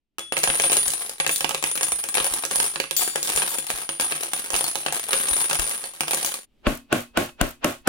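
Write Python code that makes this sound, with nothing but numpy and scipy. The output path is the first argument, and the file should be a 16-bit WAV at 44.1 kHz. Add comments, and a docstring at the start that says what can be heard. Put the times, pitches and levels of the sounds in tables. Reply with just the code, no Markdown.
"""Handfuls of steel nails rain on a wooden workbench, a saw blade and each other. Each impact gives a
knock and a tick and excites the nail's bending modes, the strongest near 9.6 kHz; the nails then hop
and skitter. The clatter fades out, and a hammer drives a nail into a wooden block with six even blows,
each a crack and a thud that set the block's modes ringing. A close pair of microphones stands on the
bench, picking up bumps through its stand and the reverberation of a small workshop."""
import sys
import numpy as np
from scipy import signal
from scipy.fft import rfft, irfft
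from scipy.io import wavfile

SR = 44100
rng = np.random.default_rng(int(sys.argv[2]) if len(sys.argv) > 2 else 0)


def unload_wav(signal):
    """Save mono or channel-first audio to the path in sys.argv[1] as 16-bit WAV at rate SR, clipped to [-1, 1]."""
    wavfile.write(
        sys.argv[1],
        SR,
        np.round(np.clip(np.atleast_2d(signal).T, -1, 1) * 32767).astype(np.int16),
    )


N = 347508
TIME = np.arange(N) / SR

# Levels within a table are relative; the function that plays it may add an overall gain.
# hardest landings of the nails: start_s, knock_db, tick_db, pitch_hz, ring_db
LANDINGS = [(0.1837, -28, -31.5, 9320, -40), (0.1932, -35, -29.5, 9500, -43.5),
            (0.3229, -21, -29, 9630, -27.5), (0.3681, -20, -31, 9400, -35.5), (0.3792, -33, -25, 9870, -30),
            (0.3889, -36, -25.5, 9860, -38), (0.4335, -25, -19.5, 9730, -28),
            (0.4383, -18, -16.5, 9760, -25.5), (0.475, -20, -30.5, 9650, -21),
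            (0.501, -20, -37.5, 9440, -28), (0.5462, -34.5, -30, 9730, -32),
            (0.5988, -19, -20.5, 9760, -26.5), (0.6199, -35.5, -21.5, 9430, -23.5),
            (0.6389, -21, -33, 9500, -17), (0.6981, -23.5, -26, 9490, -28), (0.7189, -23, -19, 9560, -25.5),
            (0.7299, -24.5, -21.5, 9490, -27), (0.7686, -24.5, -16, 9630, -17),
            (0.8808, -30.5, -18.5, 9900, -34), (0.9038, -46, -22.5, 9400, -32.5),
            (0.937, -32.5, -23.5, 9790, -29), (1.095, -36, -26, 9550, -40.5),
            (1.2004, -19.5, -32, 9480, -20.5), (1.2646, -19, -22, 9700, -45.5),
            (1.2767, -38, -22.5, 9540, -33), (1.2932, -20.5, -23, 9670, -28),
            (1.3127, -47, -33, 9660, -25.5), (1.3601, -44, -18.5, 9500, -30),
            (1.4073, -23.5, -21.5, 9800, -38), (1.4448, -17, -25, 9670, -47.5),
            (1.4926, -28, -21, 9830, -42.5), (1.5089, -25, -32, 9680, -44.5),
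            (1.5466, -22, -21.5, 9650, -39.5), (1.6264, -26.5, -26, 10000, -37),
            (1.6395, -19.5, -20.5, 9570, -37), (1.714, -34.5, -26.5, 9980, -30.5),
            (1.755, -30.5, -26, 9910, -38), (1.776, -26.5, -26, 9430, -39), (1.81, -24.5, -28, 9460, -26.5),
            (1.8313, -26, -15.5, 9480, -24.5), (1.92, -25.5, -21.5, 9900, -21),
            (2.0393, -29, -24.5, 9460, -41), (2.0879, -31.5, -25, 9470, -27.5),
            (2.1426, -27, -25, 9750, -19.5), (2.1524, -22.5, -22, 9750, -25), (2.1714, -22, -34, 9790, -32),
            (2.1814, -19.5, -32.5, 9700, -34), (2.2016, -22.5, -31, 9590, -30),
            (2.244, -27.5, -22.5, 9700, -25), (2.3389, -40, -21, 9740, -32.5),
            (2.4368, -25.5, -43.5, 9800, -32), (2.4514, -32, -21, 9800, -39), (2.5118, -25, -24, 9620, -29),
            (2.5579, -29, -16.5, 9500, -20.5), (2.6008, -23.5, -16.5, 9190, -21),
            (2.642, -29, -22.5, 9400, -41), (2.7582, -23.5, -36, 9700, -45),
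            (2.8009, -19, -23.5, 10100, -40), (2.91, -25.5, -21, 9680, -31),
            (2.9656, -38, -19.5, 9700, -38), (3.0305, -39.5, -25, 9490, -28),
            (3.1581, -21, -22.5, 9880, -27.5), (3.229, -35, -19.5, 9300, -35),
            (3.2736, -35, -24, 9600, -38), (3.2917, -29, -24.5, 9680, -33.5),
            (3.3005, -27.5, -23, 9680, -36), (3.3616, -32, -17, 9500, -22), (3.3751, -21, -22, 9640, -25),
            (3.42, -22.5, -32, 9740, -26), (3.5852, -28.5, -22.5, 9800, -28), (3.7024, -22, -26, 9500, -39),
            (3.8911, -24, -31, 9500, -28), (3.998, -23.5, -23, 9620, -22), (4.01, -31, -20.5, 9800, -30),
            (4.021, -27.5, -36, 9310, -35), (4.1221, -22.5, -28.5, 9850, -36), (4.234, -29, -26, 9710, -39),
            (4.334, -25.5, -19.5, 9700, -24.5), (4.5035, -29.5, -24, 9860, -31),
            (4.5331, -28.5, -33, 9710, -25), (4.5418, -21, -34, 9600, -28), (4.5525, -24, -28, 9700, -27),
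            (4.5633, -35, -18.5, 9670, -28), (4.6087, -25, -28, 9700, -27), (4.642, -31, -21.5, 9520, -33),
            (4.681, -30, -23, 10020, -28), (4.7553, -24.5, -23, 9640, -37.5),
            (4.863, -19.5, -27, 9360, -29.5), (4.8836, -27, -40, 9400, -39),
            (4.9243, -26.5, -21, 9440, -33), (4.9476, -34, -28, 9350, -26.5), (5.0914, -31, -34, 9510, -27),
            (5.1315, -16, -21, 9500, -34), (5.2858, -32, -23.5, 9460, -22), (5.3666, -32, -25, 9710, -31),
            (5.4423, -28.5, -26.5, 9850, -31), (5.4987, -27, -23, 9740, -23.5),
            (5.5113, -21.5, -30, 9740, -30.5), (5.5306, -27, -21, 9950, -26),
            (5.5543, -25.5, -24.5, 9700, -29), (5.5958, -23, -20, 9600, -31),
            (5.6421, -32, -28.5, 9420, -28), (5.695, -37, -25, 9550, -28.5),
            (5.8397, -32.5, -29.5, 9640, -34), (6.0071, -21, -20.5, 9600, -28),
            (6.0815, -25.5, -27, 9910, -32), (6.1094, -25, -21, 9040, -22.5), (6.133, -23, -24, 9780, -29),
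            (6.146, -42, -20, 9560, -37), (6.229, -32, -25, 9670, -30.5), (6.2473, -26, -20.5, 9260, -32),
            (6.2619, -50, -20.5, 9300, -40), (6.3408, -32.5, -23.5, 9040, -41)]
# nails let go by the handful: start_s, length_s, rebound_rattle_db, rebound_ring_db
HANDFULS = [(0.353, 0.52, -33, -30.5), (0.856, 0.13, -35, -41), (1.277, 0.3, -44.5, -43),
            (1.638, 0.33, -37.5, -35), (2.137, 0.2, -31.5, -33), (2.493, 0.11, -31.5, -31),
            (2.963, 0.038, -29, -31.5), (3.225, 0.3, -32, -34.5), (3.543, 0.22, -36, -38),
            (4.008, 0.17, -35.5, -35.5), (4.346, 0.04, -36, -39.5), (4.512, 0.14, -32.5, -32.5),
            (4.924, 0.053, -31, -35), (5.089, 0.32, -32.5, -31), (5.443, 0.26, -32.5, -33.5),
            (5.794, 0.017, -38, -45), (6.06, 0.23, -34, -41)]
# single clear pings of nails and tools: start_s, pitch_hz, level_db, t60_s
PINGS = [(.1935, 3390, -40, 0.77), (1.0, 9910, -27.5, 0.27), (1.547, 3600, -41, .45),
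         (1.6392, 10210, -31.5, 0.54), (3.485, 12150, -37, .4), (3.685, 4400, -35, 0.087),
         (4.642, 4360, -28, .09), (5.842, 4380, -38, 0.064)]
# fade of the clatter: time_s, gain_db
CLATTER_FADE = [(6.3, 2.5), (6.38, 0), (6.45, -9.5), (6.475, -55)]
# hammer blows: start_s, thud_db, crack_db, tail_db
BLOWS = [(6.668, -15, -40, -24), (6.9267, -14, -21.5, -23), (7.1733, -14, -18.5, -23),
         (7.4126, -14.5, -15.5, -25.5), (7.6448, -15.5, -17, -24), (7.8742, -19, -16.5, -17)]

# lesser impacts: start_s, level_db
SAW_HITS = [(1.31, -35.5), (2.965, -28.5), (3.229, -40.5), (3.486, -40), (6.247, -41)]   # nails striking the saw blade
BLOCK_SETTLES = [(7.2915, -37), (7.7262, -38)]   # the block settling back
STAND_JOLTS = [(.484, -32), (.868, -36), (1.93, -40), (2.203, -36), (2.31, -36), (2.58, -40), (3.35, -32),
               (3.736, -35), (4.534, -31.5), (5.313, -30), (5.59, -21.5), (6.668, -12.5), (6.927, -38),
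               (7.174, -37), (7.413, -14)]   # jolts that shake the microphone stand

# normal modes: pitch_hz, level_db, t60_s
SAW_MODES = [(1820, -15, .6), (3407, -15, .6), (3583, -11, .7), (4557, -6, .75), (5818, -11, .5),
             (7089, -5, .3), (7112, -5, .9), (8049, 0, .6), (8893, -10, .35), (12880, -9, .3),
             (14127, -2, .25), (14326, 4, .3), (14375, -1, .25)]
BENCH_MODES = [(155.2, -9.5, 0.24), (339, -4.5, 0.2), (424, -7.5, 0.065), (547, -1, 0.14), (686, -17, .08),
               (870, -2.5, 0.059), (1650, 4, 0.054), (2660, 5.5, 0.033)]
BLOCK_MODES = [(240.8, -7, 0.33), (275.8, -11, 0.33), (312, -4, 0.11), (350, -8, 0.29), (483, -5, .05),
               (595, 3, 0.11), (675, 1.5, 0.097), (864, -35, .2), (1090, -8.5, 0.23), (1500, 3, 0.049),
               (2400, -26, 0.18)]   # block and bench under the hammer
STEEL_MODES = [(2570, -26, 0.53), (4480, -30, 0.37), (9700, -24, 0.33)]   # hammer head and nail

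# spectra: frequency_hz, density_db
AIR_SPECTRUM = [(30, 6), (150, -8.5), (280, -3.5), (500, -16), (1500, -27), (3000, -21), (6000, -34),
                (15000, -40)]   # quiet of the shop
KNOCK_SPECTRUM = [(60, -19), (150, -20), (300, -3.5), (600, -0.5), (1300, -1.5), (2000, -5), (2700, 1),
                  (4000, -8), (8000, -13.5), (16000, -50.5)]   # nail on wood
TICK_SPECTRUM = [(300, -12.5), (2000, -11.5), (4000, -3), (7000, 2.5), (9500, 3), (11000, -0.5),
                 (14000, -3.5), (16000, -2.5)]   # steel on steel
RATTLE_SPECTRUM = [(60, -18), (150, -5), (350, 2.5), (700, 4), (1400, 3.5), (2000, 2.5), (3000, 3),
                   (5000, -1), (8500, 1), (11000, 3.5), (15500, -4.5)]   # small rebounds
THUD_SPECTRUM = [(50, -30), (150, -4), (280, -9), (600, -1), (1000, -5), (1500, -3.5), (2000, -12.5),
                 (2700, -6), (4000, -17), (8000, -36), (16000, -60)]   # the hammered block
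BOOM_SPECTRUM = [(50, -18), (120, -3.5), (190, -6.5), (280, 5.5), (420, -5), (620, -0.5), (900, -13.5),
                 (1400, -8.5), (2000, -13.5), (2800, -14), (5000, -24.5), (9500, -22.5), (15500, -31)]   # bench and shop after a blow
JINGLE_SPECTRUM = [(3000, -17), (8000, -7), (11000, -8), (13500, -0.5), (16000, -11)]
SHIMMER_SPECTRUM = [(1500, -30), (3300, -1), (5000, -8), (8000, 5), (11000, -5), (14500, 0)]

# decay times of dense echoes: frequency_hz, t60_s
SHOP_DECAY = [(100, 0.7), (300, 0.24), (800, 0.17), (2000, 0.31), (5000, 0.39), (14000, 0.2)]
BOOM_DECAY = [(100, 0.21), (300, 0.14), (800, 0.21), (2000, 0.21), (5000, 0.24), (14000, 0.24)]
EARLY_DECAY = [(200, 0.057), (2000, 0.058), (12000, 0.035)]

NAIL_HZ = 9620   # usual pitch of a nail's second bending mode
LOW_MODE_RATIO = 2.756   # a bar's second bending mode over its first
LOW_MODE_DB, LOW_MODE_T60_S = -19, .2   # the first mode is weak and soon damped by the bench
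HOP_S, RESTITUTION, HOP_LOSS_DB = .028, .7, 13
ARRIVE_S, REST_T60_S, REBOUNDS_PER_S = 0.019, 0.88, 150   # skittering of a handful
BENCH_DB, STAND_DB = -17, -28.5   # coupling of a knock to the bench top and the microphone stand
CUTOFF_HZ = 15900


def from_db(db):
    """Amplitude ratio: a factor of ten for every 20 dB."""
    return 10 ** (np.asarray(db) / 20)


def unit(x):
    """Normalisation to a mean energy of 1 per channel."""
    return x / np.sqrt(np.mean(np.sum(x ** 2, axis=-1)) + 1e-20)


def at_hz(points, hz):
    """Interpolation of a table on a log-frequency axis."""
    f, value = np.transpose(points)
    return np.interp(np.log(np.maximum(hz, 1)), np.log(f), value)


def add(out, start_s, sound):
    """Superposition: a sound adds linearly to the mix from its start time."""
    i = int(np.clip(round(start_s * SR), 0, N - 1))
    out[..., i:i + sound.shape[-1]] += sound[..., :N - i]


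def impulses(times, levels_db):
    """Impulsive excitation: each contact lasts one sample."""
    out = np.zeros(N)
    np.add.at(out, np.clip(np.round(np.array(times) * SR).astype(int), 0, N - 1), from_db(levels_db))
    return out


def convolve(x, response):
    """Convolution: the output of a linear system with this impulse response."""
    return signal.oaconvolve(np.atleast_2d(x), np.atleast_2d(response), axes=-1)[:, :N]


def colour(spectrum, size=2048):
    """Minimum phase: folding the cepstrum gives a causal response with this spectral shape."""
    cepstrum = irfft(np.log(from_db(at_hz(spectrum, np.arange(size // 2 + 1) * SR / size))))
    cepstrum[1:size // 2] *= 2
    cepstrum[size // 2 + 1:] = 0
    return unit(irfft(np.exp(rfft(cepstrum))))


def resonator(strikes, hz, t60):
    """Damped harmonic oscillator: a unit impulse starts a decaying sine of height 1."""
    r, w = from_db(-60 / (t60 * SR)), 2 * np.pi * hz / SR
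    return signal.lfilter([0, np.sin(w)], [1, -2 * r * np.cos(w), r * r], strikes + 1e-18)


def decay(t, t60, bend=1):
    """Exponential decay, 60 dB down at t60; a bend above 1 holds at first and then falls faster."""
    return np.exp(-np.log(1000) * (t / t60) ** bend)


def pair(noise, coherence):
    """Partial coherence: two independent noises form the sum and difference of left and right."""
    coherence = np.clip(coherence, -.99, .99)
    return np.sqrt(1 + coherence) * noise[0] + np.sqrt(1 - coherence) * noise[1] * np.array([[1], [-1]])


def placed(x, lag_s, pan_db):
    """Path difference: the right channel arrives later; a positive pan favours the left."""
    right = np.interp(TIME - lag_s, TIME, x[-1])
    return np.array([x[0], right]) * from_db([[pan_db / 2], [-pan_db / 2]])


def contacts(times, levels_db, spectrum, t60, coherence, snap, pan_spread_db, size=1024):
    """Brief impacts are broadband: each is a sharp edge and a burst of scatter, shaped by a spectrum."""
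    out, t = np.zeros((2, N)), np.arange(size) / SR
    response = rfft(colour(spectrum), 2 * size)
    for s, db in zip(times, levels_db):
        grain = unit(pair(rng.standard_normal((2, size)), coherence) * decay(t, t60))
        grain[:, 0] -= snap
        pan = from_db(pan_spread_db * rng.normal() * np.array([[1], [-1]]))
        grain = irfft(rfft(grain, 2 * size) * response) * pan
        add(out, s, unit(grain) * from_db(db) * np.sqrt(.004 * SR))   # energy of 4 ms at this rms level
    return out


def diffuse(t60s, coherent_below_hz, build_s, bend=1, size=20480):
    """Diffuse field: dense echoes decay band by band, coherent between microphones only in the lows."""
    t, hz = np.arange(size) / SR, np.arange(size // 2 + 1) * SR / size
    noise, out = rfft(rng.standard_normal((2, size))), 0
    edges = np.r_[0, np.geomspace(100, SR / 2, 14)]
    for low, high in zip(edges, edges[1:]):
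        centre = (low + high) / 2
        coherence = 1.64 / (1 + (centre / coherent_below_hz) ** 2)
        band = pair(irfft(noise * ((hz >= low) & (hz < high))), coherence)
        out = out + band * decay(t, at_hz(t60s, centre), bend)
    return unit(out * (1 - np.exp(-t / build_s)))


def struck_body(times, levels_db, modes, vary_db):
    """Modal superposition: each blow lands elsewhere and so feeds each mode with its own strength."""
    spot_db = vary_db * rng.standard_normal((len(times), len(modes)))
    return sum((-1) ** k * resonator(impulses(times, np.array(levels_db) + db + spot_db[:, k]), hz, t60)
               for k, (hz, db, t60) in enumerate(modes))


def shop_air():
    """Ambient noise: a faint, mostly low hush that rises just before the hammering."""
    hush = convolve(pair(rng.standard_normal((2, N)), coherence=0.59), colour(AIR_SPECTRUM))
    return hush * from_db(np.interp(TIME, [.1, .3, 6.45, 6.65], [-89, -69.5, -71.5, -61.5]))


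def stand_bumps():
    """Structure-borne sound: jolts, and faintly the landings, shake the stand, most on the left."""
    shakes = STAND_JOLTS + [(s, knock_db + STAND_DB) for s, knock_db, *_ in LANDINGS]
    bump = struck_body(*np.transpose(shakes), modes=[(34, -1.0, 0.18), (67, 5.0, 0.054)], vary_db=1.0)
    return np.array([bump, np.roll(bump, 200)]) * from_db([[0], [-17]])


def early_echoes(x, spots=5):
    """Early reflections from tools and bench top depend on position, so they change with each landing."""
    spot = np.searchsorted(np.sort(np.transpose(LANDINGS)[0]), TIME + 2 / SR) % spots
    responses = [diffuse(EARLY_DECAY, coherent_below_hz=1200, build_s=0.002, size=4096)
                 for _ in range(spots)]
    return sum(convolve(x * (spot == k), response) for k, response in enumerate(responses))


def swell(times, levels_db, rise_t60, size=4000):
    """Exponential growth: a short, dull swell of noise leads into each blow."""
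    out, t = np.zeros((2, N)), np.arange(size) / SR
    for s, db in zip(times, levels_db):
        noise = pair(rng.standard_normal((2, size)), coherence=0.084)
        add(out, s - size / SR, from_db(db) * noise * decay(t[::-1], rise_t60))
    return convolve(out, colour(THUD_SPECTRUM))


def jingle(times, level_db, first_s, last_s, count=6):
    """Secondary impacts: loose bits of metal hop on the bench after each blow."""
    starts = (np.array(times)[:, None] + rng.uniform(first_s, last_s, (len(times), count))).ravel()
    levels = level_db + 1.6 * rng.standard_normal(len(starts))
    return contacts(starts, levels, JINGLE_SPECTRUM, t60=0.01, coherence=0.24, snap=.3, pan_spread_db=4)


def boom(times, levels_db):
    """Reverberation: bench and shop rumble after each blow, never twice alike."""
    out = np.zeros((2, N))
    for s, db in zip(times, levels_db):
        echoes = diffuse(BOOM_DECAY, coherent_below_hz=270, build_s=0.0016, bend=1.86)
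        add(out, s, from_db(db) * unit(convolve(echoes, colour(BOOM_SPECTRUM))))
    return out


def hammer():
    """Impact and free vibration: steel cracks on the nail head, the block thuds, and both ring on."""
    s, thud_db, crack_db, tail_db = np.transpose(BLOWS)
    thud = contacts(s, thud_db, THUD_SPECTRUM, t60=0.026, coherence=0.88, snap=0.54, pan_spread_db=1)
    crack = contacts(s, crack_db, TICK_SPECTRUM, t60=0.012, coherence=0.13, snap=0.098, pan_spread_db=9)
    ringing = struck_body(s, tail_db + 0.5, BLOCK_MODES + STEEL_MODES, vary_db=4.0)
    # the block is shoved into the bench and springs back for a few cycles
    shove = -resonator(impulses(s + .002, thud_db + 2), hz=280, t60=.035)
    tail = boom(s, tail_db + 34.0)
    settle = contacts(*np.transpose(BLOCK_SETTLES), THUD_SPECTRUM,
                      t60=.04, coherence=0.64, snap=0.26, pan_spread_db=3)
    loose = jingle(s, level_db=-39.5, first_s=0.029, last_s=.11)
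    lead_in = swell(s, thud_db - 10, rise_t60=.052)
    direct = placed(thud + crack + ringing + shove, lag_s=.00006, pan_db=1.3)
    return direct + tail + settle + loose + lead_in


def saw_blade():
    """Plate vibration: a few strong modes stand over a shimmer of many weak ones."""
    s, db = np.transpose(SAW_HITS)
    modes = placed(struck_body(s, db + 3, SAW_MODES, vary_db=1)[None], lag_s=.0003, pan_db=3)
    dense_modes = diffuse([(3000, 0.6), (15000, .42)], coherent_below_hz=670, build_s=0.0023)
    shimmer = unit(convolve(dense_modes, colour(SHIMMER_SPECTRUM)))
    return modes + convolve(impulses(s, db + 37.5), shimmer) * from_db([[2], [-2]])


def rebound_levels(t):
    """Dissipation: each handful's motion rises, holds and dies away; gives rattle and ring in dB."""
    s, length, rattle_db, ring_db = np.transpose(HANDFULS)[:, :, None]
    motion = np.clip((t - s) / ARRIVE_S, 0, 1) * decay(np.maximum(t - s - length, 0), REST_T60_S)
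    return [20 * np.log10(np.max(motion * from_db(db), axis=0) + 1e-9) for db in (rattle_db, ring_db)]


def skitter(spread_db, ring_t60, scatter_hz, size=7000):
    """Poisson process: small rebounds come at random; each clicks and sets a loose nail ringing."""
    active = (TIME > HANDFULS[0][0]) & (TIME < CLATTER_FADE[-1][0])
    starts = TIME[(rng.random(N) < REBOUNDS_PER_S / SR) & active]
    strength, detune, phase = rng.standard_normal((len(starts), 3)).T
    rattle_db, ring_db = rebound_levels(starts) + spread_db * np.clip(strength, -2, 2)
    out = contacts(starts, rattle_db, RATTLE_SPECTRUM,
                   t60=0.015, coherence=0.52, snap=0.56, pan_spread_db=2.5, size=512)
    t = np.arange(size) / SR
    fading = decay(t, ring_t60)
    for s, db, hz, right_phase in zip(starts, ring_db, NAIL_HZ + scatter_hz * detune, np.pi * phase):
        add(out, s, from_db(db) * fading * np.sin(2 * np.pi * hz * t + [[0], [right_phase]]))
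    return out


def hops(count=3):
    """Inelastic rebound: a nail's hops tend to shorten and weaken; gives start_s, knock_db, tick_db."""
    s, knock_db, tick_db, _, _ = np.transpose(LANDINGS)[:, :, None]
    luck, k = rng.standard_normal((len(s), 3, count)), np.arange(count)
    flight_s = HOP_S * RESTITUTION ** k * np.exp(.4 * luck[:, 0])
    starts = s + np.cumsum(flight_s, axis=1)
    loss_db = HOP_LOSS_DB * (k + 1)
    knock_db = knock_db - loss_db + 2.5 * luck[:, 1]
    tick_db = tick_db - loss_db + 3 * luck[:, 2]
    return starts.ravel(), knock_db.ravel(), tick_db.ravel()


def nail_rings(t60, split_hz, twin_db, spin_hz, spin_depth, size=11000):
    """Beating: a nail bends in two planes at nearly one pitch, and its ring throbs as it tumbles."""
    out, t = np.zeros((2, N)), np.arange(size) / SR
    w = 2 * np.pi * t
    second_modes = [(s, hz, db, t60) for s, _, _, hz, db in LANDINGS]
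    first_modes = [(s, hz / LOW_MODE_RATIO, db + LOW_MODE_DB, LOW_MODE_T60_S)
                   for s, hz, db, _ in second_modes]
    for s, hz, db, mode_t60 in second_modes + PINGS + first_modes:
        split, spin, life = rng.standard_normal(3)
        phase = 2 * np.pi * rng.random((3, 2, 1))
        tone = np.sin(w * hz + phase[0])
        twin = from_db(twin_db) * np.sin(w * (hz + split_hz * split) + phase[1])
        tumble = 1 + spin_depth * np.sin(w * spin_hz * np.exp(spin / 2) + phase[2])
        add(out, s, from_db(db) * (tone + twin) * tumble * decay(t, mode_t60 * np.exp(life / 4)))
    return out


def falling_nails():
    """Direct and reflected sound: nails strike wood, steel and the saw blade, and the shop echoes."""
    s, knock_db, tick_db = np.hstack([np.transpose(LANDINGS)[:3], hops()])
    knocks = contacts(s, knock_db, KNOCK_SPECTRUM, t60=0.014, coherence=0.42, snap=0.53, pan_spread_db=3)
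    ticks = contacts(s, tick_db, TICK_SPECTRUM, t60=0.0097, coherence=0.2, snap=0.57, pan_spread_db=6.5)
    bench = struck_body(s, knock_db + BENCH_DB, BENCH_MODES, vary_db=2.5)
    rings = nail_rings(t60=0.34, split_hz=84, twin_db=-12.0, spin_hz=25, spin_depth=0.28)
    rebounds = skitter(spread_db=4.0, ring_t60=0.21, scatter_hz=169.6)
    impacts = placed(knocks + bench + rebounds, lag_s=0.000215, pan_db=-0.1)
    impacts += placed(ticks, lag_s=0.000217, pan_db=-1.0)
    # light nails hardly move the heavy bench at low frequencies
    impacts = signal.sosfilt(signal.butter(2, 70, "high", fs=SR, output="sos"), impacts)
    early = early_echoes(impacts)
    walls = convolve(impacts + rings, diffuse(SHOP_DECAY, coherent_below_hz=780, build_s=0.0012))
    direct = impacts + rings * from_db([[.7], [-.7]]) + saw_blade()
    fade = from_db(np.interp(TIME, *np.transpose(CLATTER_FADE)))
    return (direct + from_db(-8.5) * early + from_db(-7.0) * walls) * fade


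def scene():
    """Superposition: over the faint air of the shop come the nails, then the hammer."""
    return shop_air() + falling_nails() + hammer() + stand_bumps()


def record(dry):
    """Soft saturation rounds the highest peaks, and a low-pass filter limits the bandwidth."""
    rounded = dry / (1 + (np.abs(dry) / .95) ** 4) ** .25
    return signal.sosfilt(signal.ellip(10, .1, 80, CUTOFF_HZ, fs=SR, output="sos"), rounded)


dry = scene()
out = record(dry)
unload_wav(out)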